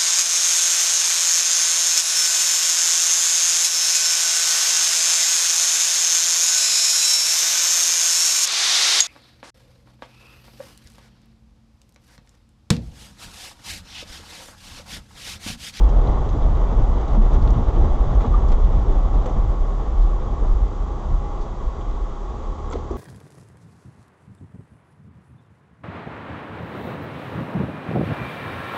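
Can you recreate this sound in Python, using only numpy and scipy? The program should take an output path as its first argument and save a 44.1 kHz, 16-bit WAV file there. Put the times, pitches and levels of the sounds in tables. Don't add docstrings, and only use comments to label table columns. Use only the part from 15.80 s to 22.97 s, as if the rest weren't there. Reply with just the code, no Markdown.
import sys
import numpy as np
from scipy import signal
from scipy.fft import rfft, irfft, next_fast_len
from scipy.io import wavfile
from scipy.ndimage import uniform_filter1d, minimum_filter1d, map_coordinates

SR = 44100
rng = np.random.default_rng(int(sys.argv[2]) if len(sys.argv) > 2 else 0)


def dump(signal):
    limited = np.clip(np.atleast_2d(signal).T, -1, 1)
    pcm = np.round(limited * 32767).astype(np.int16)
    wavfile.write(sys.argv[1], SR, pcm)


N = 316197


def amp(db):
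    return 10 ** (np.asarray(db) / 20)


def unit(x):
    return x / np.sqrt(np.mean(x ** 2) + 1e-20)


def curves(rows):
    times, *columns = np.transpose(rows)
    return [np.interp(np.arange(N) / SR, times, column) for column in columns]


def wobble(per_s):
    return map_coordinates(rng.standard_normal(int(N * per_s / SR) + 4), [np.arange(N) * per_s / SR])


def white():
    return rng.standard_normal(N)


def filtered(x, response):
    size = next_fast_len(N + SR // 2)
    return irfft(rfft(x, size) * response(np.fft.rfftfreq(size, 1 / SR)), size)[:N]


def equalised(x, spectrum):
    hz, db = np.transpose(spectrum)
    return filtered(x, lambda f: amp(np.interp(np.log(f + 1), np.log(hz), db)))


def coloured(x, spectrum):
    return unit(equalised(x, spectrum))


def band_noise(low_hz, high_hz, order, samples):
    band = signal.butter(order, [low_hz, high_hz], "band", fs=SR, output="sos")
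    return unit(signal.sosfilt(band, rng.standard_normal(samples)))


def resonance(spectrum, evenness):
    analytic = signal.hilbert(coloured(white(), spectrum))
    return unit(analytic.real / (np.abs(analytic) + 0.35) ** evenness)


def damped(t, db, t60, attack_s):
    return amp(db - 60 * t / t60) * (1 - np.exp(-t / attack_s))


def add(track, s, sound):
    start = max(round(s * SR), 0)
    track[start:start + len(sound)] += sound[:max(N - start, 0)]


# (time [s], relative level [dB])
SHAKING = [(0, 1.5), (0.301, -1), (.7, -0.9), (1.25, 0.8), (1.75, 1.6), (2.5, -0.5), (2.8, -1), (3.5, -1.5),
           (3.8, -5.5), (4.75, -6.5), (4.95, -10), (5.4, -7.5), (6.1, -11), (7.17, -14.5)]
# (centre time [s], half-duration [s], boom gain [dB], rumble gain [dB])
RUTS = [(0.06, 0.079, 6.5, -13), (0.176, 0.04, -1, 1), (0.294, 0.038, 9, 3), (0.575, 0.24, 3, 4.5),
        (0.82, 0.035, -2, 1), (1, 0.068, 7.5, 2), (1.093, 0.033, 7, 1), (1.408, 0.041, 5, 0.5),
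        (1.658, 0.11, 0.5, 6), (1.807, 0.065, 4.5, 7.5), (2.011, 0.15, 3, 5.5), (2.131, 0.047, 11.5, -12),
        (2.207, 0.056, 5, -3), (2.283, 0.042, 7, 2), (2.387, 0.048, 4, -2), (2.482, 0.051, 3, -0.5),
        (2.59, 0.052, 5, -2), (2.74, 0.098, 7, 0.5), (2.852, 0.064, 8, 3), (2.987, 0.08, 7, 3),
        (3.116, 0.11, 2.5, -0.5), (3.575, 0.11, 0, 3.5), (3.68, 0.086, 4, 0.5), (3.826, 0.047, 10, -3),
        (4.2, 0.097, 6.5, 1), (4.46, 0.15, 5, 1.5), (4.635, 0.062, 9, 1.5), (4.722, 0.098, 9.5, -0.5),
        (4.834, 0.045, 5.5, 0), (5.343, 0.099, 7, 5.5), (5.642, 0.1, 8, -2), (5.87, 0.14, 2.5, -3),
        (6.103, 0.093, 7, 0)]
# (centre time [s], half-duration [s], boom gain [dB], rumble gain [dB])
SMOOTH_PATCHES = [(0.251, 0.04, -14, 3.5), (1.243, 0.16, -4, -8), (1.486, 0.056, -13, 0),
                  (2.166, 0.03, -9, -5), (3.462, 0.094, -1.5, -7), (4.114, .08, 5.5, -5),
                  (4.32, .05, -4, -2), (4.557, 0.039, -12, 1), (4.93, 0.1, -9, -1.5),
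                  (5.756, 0.055, -10, 1)]
def road():
    shaking_db, = curves(SHAKING)
    t, boom_gain_db, rumble_gain_db = np.arange(N) / SR, np.zeros(N), np.zeros(N)
    for s, half_s, boom_db, rumble_db in RUTS + SMOOTH_PATCHES:
        swell = np.maximum(1 - ((t - s) / half_s) ** 2, 0) ** 4
        boom_gain_db += boom_db * swell
        rumble_gain_db += rumble_db * swell
    return shaking_db, boom_gain_db, rumble_gain_db


# (frequency [Hz], relative spectral level [dB])
BOOM_SPECTRUM = [(10, -38), (20, -8.5), (27, -5.5), (34, 1.5), (44, -1.5), (56, -7), (68, -14), (100, -52),
                 (200, -120)]
def boom(shaking_db, gain_db, base_db=-16.5, throb_db=3):
    rocking_db = throb_db * np.minimum(wobble(28), 1)
    level_db = base_db + 0.96 * shaking_db + gain_db + rocking_db
    return amp(level_db) * resonance(BOOM_SPECTRUM, evenness=0.44)


# (frequency [Hz], relative spectral level [dB])
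RUMBLE_SPECTRUM = [(35, -39), (60, 0), (85, -3), (100, -4), (135, -6.5), (175, -13), (260, -24),
                   (600, -59.5), (1500, -120)]
# (frequency [Hz], relative spectral level [dB])
CRUNCH_SPECTRUM = [(80, -35), (190, 4.5), (270, 1), (420, 1), (620, -1.5), (790, -1.5), (1000, -6.5),
                   (1200, -9.5), (1550, -22), (1950, -23.5), (2500, -33), (3400, -28.5), (4300, -38),
                   (6200, -39.5), (8500, -56.5)]
def tyres(shaking_db, gain_db, rumble_db=-27.5, crunch_db=-31.5, crumbs_per_s=1100, crumb_share=0.3):
    lumps_db = 1.42 * wobble(28)
    tread_db = 1.35 * wobble(13)
    rumble = resonance(RUMBLE_SPECTRUM, evenness=0.39)
    rumble *= amp(rumble_db + shaking_db + gain_db + tread_db + lumps_db)
    crumbs = unit(white() * (rng.random(N) < crumbs_per_s / SR))
    grains = np.sqrt(crumb_share) * crumbs + np.sqrt(1 - crumb_share) * white()
    crunch = amp(crunch_db + 0.98 * shaking_db + lumps_db) * coloured(grains, CRUNCH_SPECTRUM)
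    return rumble + crunch


# (time [s], firing rate [Hz], level [dB], overtone gain [dB])
ENGINE_RUN = [(0, 39.21, -21, -7.5), (1, 35.49, -22, -10.5), (2.5, 34.5, -27, -9), (4.2, 38.21, -26.5, 0),
              (5.1, 34.97, -32, 8.5), (5.9, 37.03, -33, -4), (6.3, 36.76, -33, -3), (6.7, 36.88, -38.5, 8),
              (7.17, 36.6, -34, 9)]
# (multiple of the firing rate [1], relative level [dB])
FIRING_ORDERS = [(1, -1), (2, -11.5), (3, -19.5), (4, -22.5), (6, -27.5)]
def engine(jitter=0.0063, waver_db=3.0):
    firing_hz, level_db, overtone_db = curves(ENGINE_RUN)
    phase = 2 * np.pi * np.cumsum(firing_hz * (1 + jitter * wobble(8.7))) / SR
    hum = np.zeros(N)
    for k, db in FIRING_ORDERS:
        order_db = db + (k > 1) * overtone_db + waver_db * wobble(1.8)
        hum += amp(order_db) * np.sin(k * phase + rng.uniform(0, 2 * np.pi))
    return amp(level_db) * np.sqrt(2) * hum


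# (multiple of the blade rate [1], base rms level [dB])
BLADE_HARMONICS = [(1, -53), (2, -48), (4, -68.5), (5, -70), (8, -82)]
# (time [s], gain [dB])
WHINE_DRIFT = [(0, -1), (2.5, -1), (3.1, -2.5), (4.3, -1.5), (4.7, 1), (5.5, .3), (5.9, -1.5), (6.5, -.5),
               (7.17, 0)]
# (frequency [Hz], bandwidth [Hz], rms level [dB])
DUCT_MODES = [(351.5, 78, -49.5), (515, 36, -51.5), (1100, 36, -49.5), (1145, 16, -52.5), (1237, 14, -60),
              (1960, 72, -71), (3280, 56, -75)]
# (frequency [Hz], relative spectral level [dB])
VENT_SPECTRUM = [(40, -0.5), (130, -5), (260, -1.5), (370, 2), (600, -4.5), (980, -2.5), (1130, -1.5),
                 (1330, -9), (1550, -20), (2000, -21.5), (2250, -24.5), (2750, -27.5), (3400, -23),
                 (4200, -29), (7000, -29), (8500, -40)]
def fan(blade_hz=410.3, air_db=-39.5, jitter=0.0014, waver_db=1.8):
    phase = 2 * np.pi * np.cumsum(blade_hz * (1 + jitter * wobble(14))) / SR
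    drift_db, = curves(WHINE_DRIFT)
    whine, ducts = np.zeros(N), np.zeros(N)
    for k, db in BLADE_HARMONICS:
        whine += amp(db + drift_db + waver_db * wobble(9.9)) * np.sqrt(2) * np.sin(k * phase)
    for hz, width, db in DUCT_MODES:
        ducts += amp(db) * unit(filtered(white(), lambda f: 1 / (1 + (2 * (f - hz) / width) ** 2)))
    return whine + ducts + amp(air_db) * coloured(white(), VENT_SPECTRUM)


def rattles(impacts, spectrum):
    envelope, t = np.zeros(N), np.arange(SR // 4) / SR
    for s, db, t60 in impacts:
        add(envelope, s, damped(t, db, t60, attack_s=0.002))
    return envelope * coloured(white(), spectrum)


# (frequency [Hz], relative spectral level [dB])
CHATTER_SPECTRUM = [(300, -28.5), (1200, -5), (1600, -9), (2600, -4.5), (3350, 5.5), (4400, -8),
                    (6400, -12.5), (8500, -24)]
def chatter(per_s=40, base_db=-57.5, scatter_db=6.5, t60=0.029, slot_s=0.01):
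    times, shaking_db = np.transpose(SHAKING)
    slots = np.arange(0, N / SR, slot_s)
    struck = rng.random(len(slots)) < per_s * slot_s
    level_db = base_db + np.interp(slots, times, shaking_db)
    level_db += scatter_db * rng.standard_normal(len(slots))
    impacts = [(s, db, t60) for s, db in zip(slots[struck], level_db[struck])]
    return rattles(impacts, CHATTER_SPECTRUM)


# (time [s], level [dB], decay time T60 [s], frequency [Hz], bandwidth [Hz])
TRIM_TICKS = [(.088, -47, 0.065, 5940, 1100), (.209, -46, .04, 3450, 500), (.272, -45, .045, 3600, 1400),
              (.488, -43, 0.054, 3600, 1800), (.492, -47, 0.043, 6350, 400),
              (.622, -39.5, 0.044, 3470, 550), (.752, -46, 0.044, 3500, 700),
              (1.211, -52, 0.044, 6100, 1800), (1.278, -47, .07, 4100, 3000),
              (1.533, -47.5, .07, 6140, 1800), (1.62, -45.5, 0.05, 4350, 2400),
              (1.676, -37.5, .016, 3350, 1500), (1.704, -42.5, 0.036, 5100, 3000),
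              (1.741, -42, .025, 3400, 1000), (2.348, -51, .05, 6300, 450), (2.409, -56, .08, 6400, 600),
              (2.682, -46, 0.069, 4970, 3000), (2.7165, -46, 0.033, 4750, 5000),
              (2.7245, -44, 0.033, 3800, 3000), (2.843, -45, 0.046, 3400, 1400),
              (3.462, -41.5, 0.021, 7200, 1900), (3.494, -50, .04, 6500, 1500),
              (4.215, -51, 0.098, 4200, 2000), (5.605, -52, .2, 5000, 3000), (6.008, -46, .06, 3320, 350),
              (6.9015, -42, 0.016, 7360, 550), (6.9115, -46, 0.03, 7300, 800),
              (6.9235, -40, 0.02, 6500, 1200), (6.9246, -39, 0.0092, 4700, 3600),
              (6.9323, -41, 0.035, 4200, 3600), (7.110, -48, 0.038, 5950, 3600)]
def ticks():
    out, t = np.zeros(N), np.arange(SR // 8) / SR
    for s, db, t60, hz, width in TRIM_TICKS:
        ring = band_noise(hz - width / 2, hz + width / 2, order=2, samples=len(t))
        add(out, s, damped(t, db, t60, attack_s=0.035 * t60) * ring)
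    return out


# (time [s], level [dB], centre frequency [Hz])
WHEEL_DROPS = [(.17, -18, 109), (.333, -19.5, 112), (0.569, -18, 84.5), (.695, -16, 88.4), (0.99, -10, 95),
               (1.104, -19.5, 107), (1.372, -15.5, 124), (1.575, -20, 89), (1.66, -11.5, 82),
               (1.758, -8.5, 98), (1.939, -17, 88), (2.037, -15, 94.6), (2.268, -16, 107),
               (2.349, -11.5, 81.6), (2.474, -11.5, 90.6), (2.627, -17.5, 97.5), (2.88, -18, 95),
               (2.951, -16.5, 102.7), (3.565, -11.5, 79.4), (3.635, -15, 90), (4.184, -18, 83.9),
               (5.31, -19.5, 100)]
def wheel_thumps(attack_s=0.0073, t60=0.13, sag=0.18, mode_split=0.16):
    out, t = np.zeros(N), np.arange(SR // 4) / SR
    glide = 1 + sag * (np.exp(-t / (2 * attack_s)) - 0.5)
    for s, db, hz in WHEEL_DROPS:
        phase = 2 * np.pi * np.cumsum(hz * glide) / SR
        modes = np.sin(phase * (1 - mode_split)) + np.sin(phase * (1 + mode_split))
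        add(out, s, damped(t, db, t60, attack_s) * modes)
    return out


# (centre time [s], half-duration [s], level [dB])
SNOW_SCRAPES = [(0.35, 0.14, -36), (0.82, .08, -38), (1.111, .06, -37.5), (2.44, .05, -33.5)]
# (frequency [Hz], relative spectral level [dB])
SCRAPE_SPECTRUM = [(200, -16), (400, 4), (800, 2.5), (1150, 4), (1450, -12), (1700, -20), (2000, -12.5),
                   (2500, -29.5), (3400, -26), (5000, -44.5)]
def scrapes(grain_db=4.0):
    t = np.arange(N) / SR
    swell = sum(amp(db) * np.maximum(1 - ((t - s) / half_s) ** 2, 0) for s, half_s, db in SNOW_SCRAPES)
    grain = amp(grain_db * wobble(120))
    return swell * unit(grain * coloured(white(), SCRAPE_SPECTRUM))


# (time [s], level [dB], frequency [Hz], decay time T60 [s], noise share [0-1])
JOLTS = [(.285, -24.5, 311.3, 0.41, 0.68), (.545, -23, 300, 0.17, 0.65), (1.374, -12, 209.7, 0.15, 0.18),
         (1.565, -23, 238.4, 0.17, 0.35), (1.768, -24, 180, 0.17, 0.5), (1.96, -20.5, 342, 0.25, 0.47),
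         (2.448, -18, 242, 0.12, 0.05), (3.09, -21, 379.5, 0.19, 0.4), (3.458, -19.5, 500, 0.13, 0.36),
         (6.926, -25.5, 270.4, 0.27, 0.6), (7.12, -27, 241.2, 0.24, 0.4)]
def thuds(attack_s=0.0056, edge_ratio=1.69):
    out, t = np.zeros(N), np.arange(SR // 4) / SR
    for s, db, hz, t60, blur in JOLTS:
        mode = np.sqrt(2) * np.sin(2 * np.pi * hz * t)
        neighbours = band_noise(hz / edge_ratio, hz * edge_ratio, order=4, samples=len(t))
        add(out, s, damped(t, db, t60, attack_s) * ((1 - blur) * mode + blur * neighbours))
    return out


# (time [s], level [dB], decay time T60 [s])
PANEL_IMPACTS = [(2.403, -34, 0.18), (2.458, -36, 0.1), (2.717, -30, 0.093), (3.4575, -26.5, 0.038),
                 (6.909, -35, 0.069), (6.927, -25.5, 0.061), (6.955, -38.5, 0.18)]
# (frequency [Hz], relative spectral level [dB])
PANEL_SPECTRUM = [(100, -12), (450, 10.5), (800, 14.5), (1250, 15.5), (1600, -4), (2100, 2.5), (2600, -8),
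                  (3400, -1), (4800, -12), (6500, -13), (8500, -27)]
def clacks():
    return rattles(PANEL_IMPACTS, PANEL_SPECTRUM)


# (centre time [s], level [dB], frequency [Hz], 1/e half-duration [s])
JOINT_SLIPS = [(2.529, -35, 1170, .004), (2.5465, -22, 1200, 0.007), (2.5595, -29, 1170, .004)]
def creaks(overtone_db=-25, jitter=0.0079):
    out, t = np.zeros(N), np.arange(N) / SR
    for s, db, hz, half_s in JOINT_SLIPS:
        phase = 2 * np.pi * np.cumsum(hz * (1 + jitter * wobble(200))) / SR
        swell = amp(db) * np.exp(-((t - s) / half_s) ** 2)
        out += swell * (np.sin(phase) + amp(overtone_db) * np.sin(1.2 * phase))
    return out


# (time [s], level [dB], frequency [Hz], decay time T60 [s], after-ring level [dB])
DASHBOARD_KNOCKS = [(6.909, -24, 446, .06, -42), (6.9548, -8, 440, 0.023, -37),
                    (6.998, -29, 496, 0.054, -41), (7.1087, -15.5, 354, .065, -25)]
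# (frequency [Hz], relative level [dB], decay time T60 [s])
DASHBOARD_MODES = [(384, -3, .4), (427, -6.5, .3), (684, -10, .2), (1150, -9, .08)]
def knocks(attack_s=0.002, overtone_db=-13):
    out, t = np.zeros(N), np.arange(SR // 4) / SR
    for s, db, hz, t60, ring_db in DASHBOARD_KNOCKS:
        phase = 2 * np.pi * hz * t
        knock = damped(t, db, t60, attack_s) * (np.sin(phase) + amp(overtone_db) * np.sin(1.6 * phase))
        for mode_hz, mode_db, mode_t60 in DASHBOARD_MODES:
            knock += damped(t, ring_db + mode_db, mode_t60, attack_s) * np.sin(2 * np.pi * mode_hz * t)
        add(out, s, knock)
    return out


def scene():
    shaking_db, boom_gain_db, rumble_gain_db = road()
    rolling = boom(shaking_db, boom_gain_db) + tyres(shaking_db, rumble_gain_db)
    machinery = engine() + fan()
    impacts = wheel_thumps() + thuds() + knocks()
    trim = ticks() + clacks() + chatter() + creaks()
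    return (rolling + machinery + impacts + trim + scrapes())[None]


def limited(x, ceiling=0.56, hold_s=0.013):
    size = int(hold_s * SR)
    needed_gain = np.minimum(1, ceiling / (np.abs(x) + 1e-9))
    return x * uniform_filter1d(minimum_filter1d(needed_gain, size), size)


# (frequency [Hz], gain [dB])
MIC_RESPONSE = [(1200, 0), (1430, 1.5), (1600, 0), (3900, 1), (4300, -1.5), (4700, .8), (5200, -2.1),
                (5750, 1.1), (6100, 1), (6400, 0.8), (6900, 0.3), (8000, -.8)]
def record(dry):
    cutoff_hz = 8300
    heard = limited(equalised(dry[0], MIC_RESPONSE))
    return filtered(heard, lambda hz: 1 / np.sqrt(1 + (hz / cutoff_hz) ** 60))[None]


dry = scene()
out = record(dry)
dump(out)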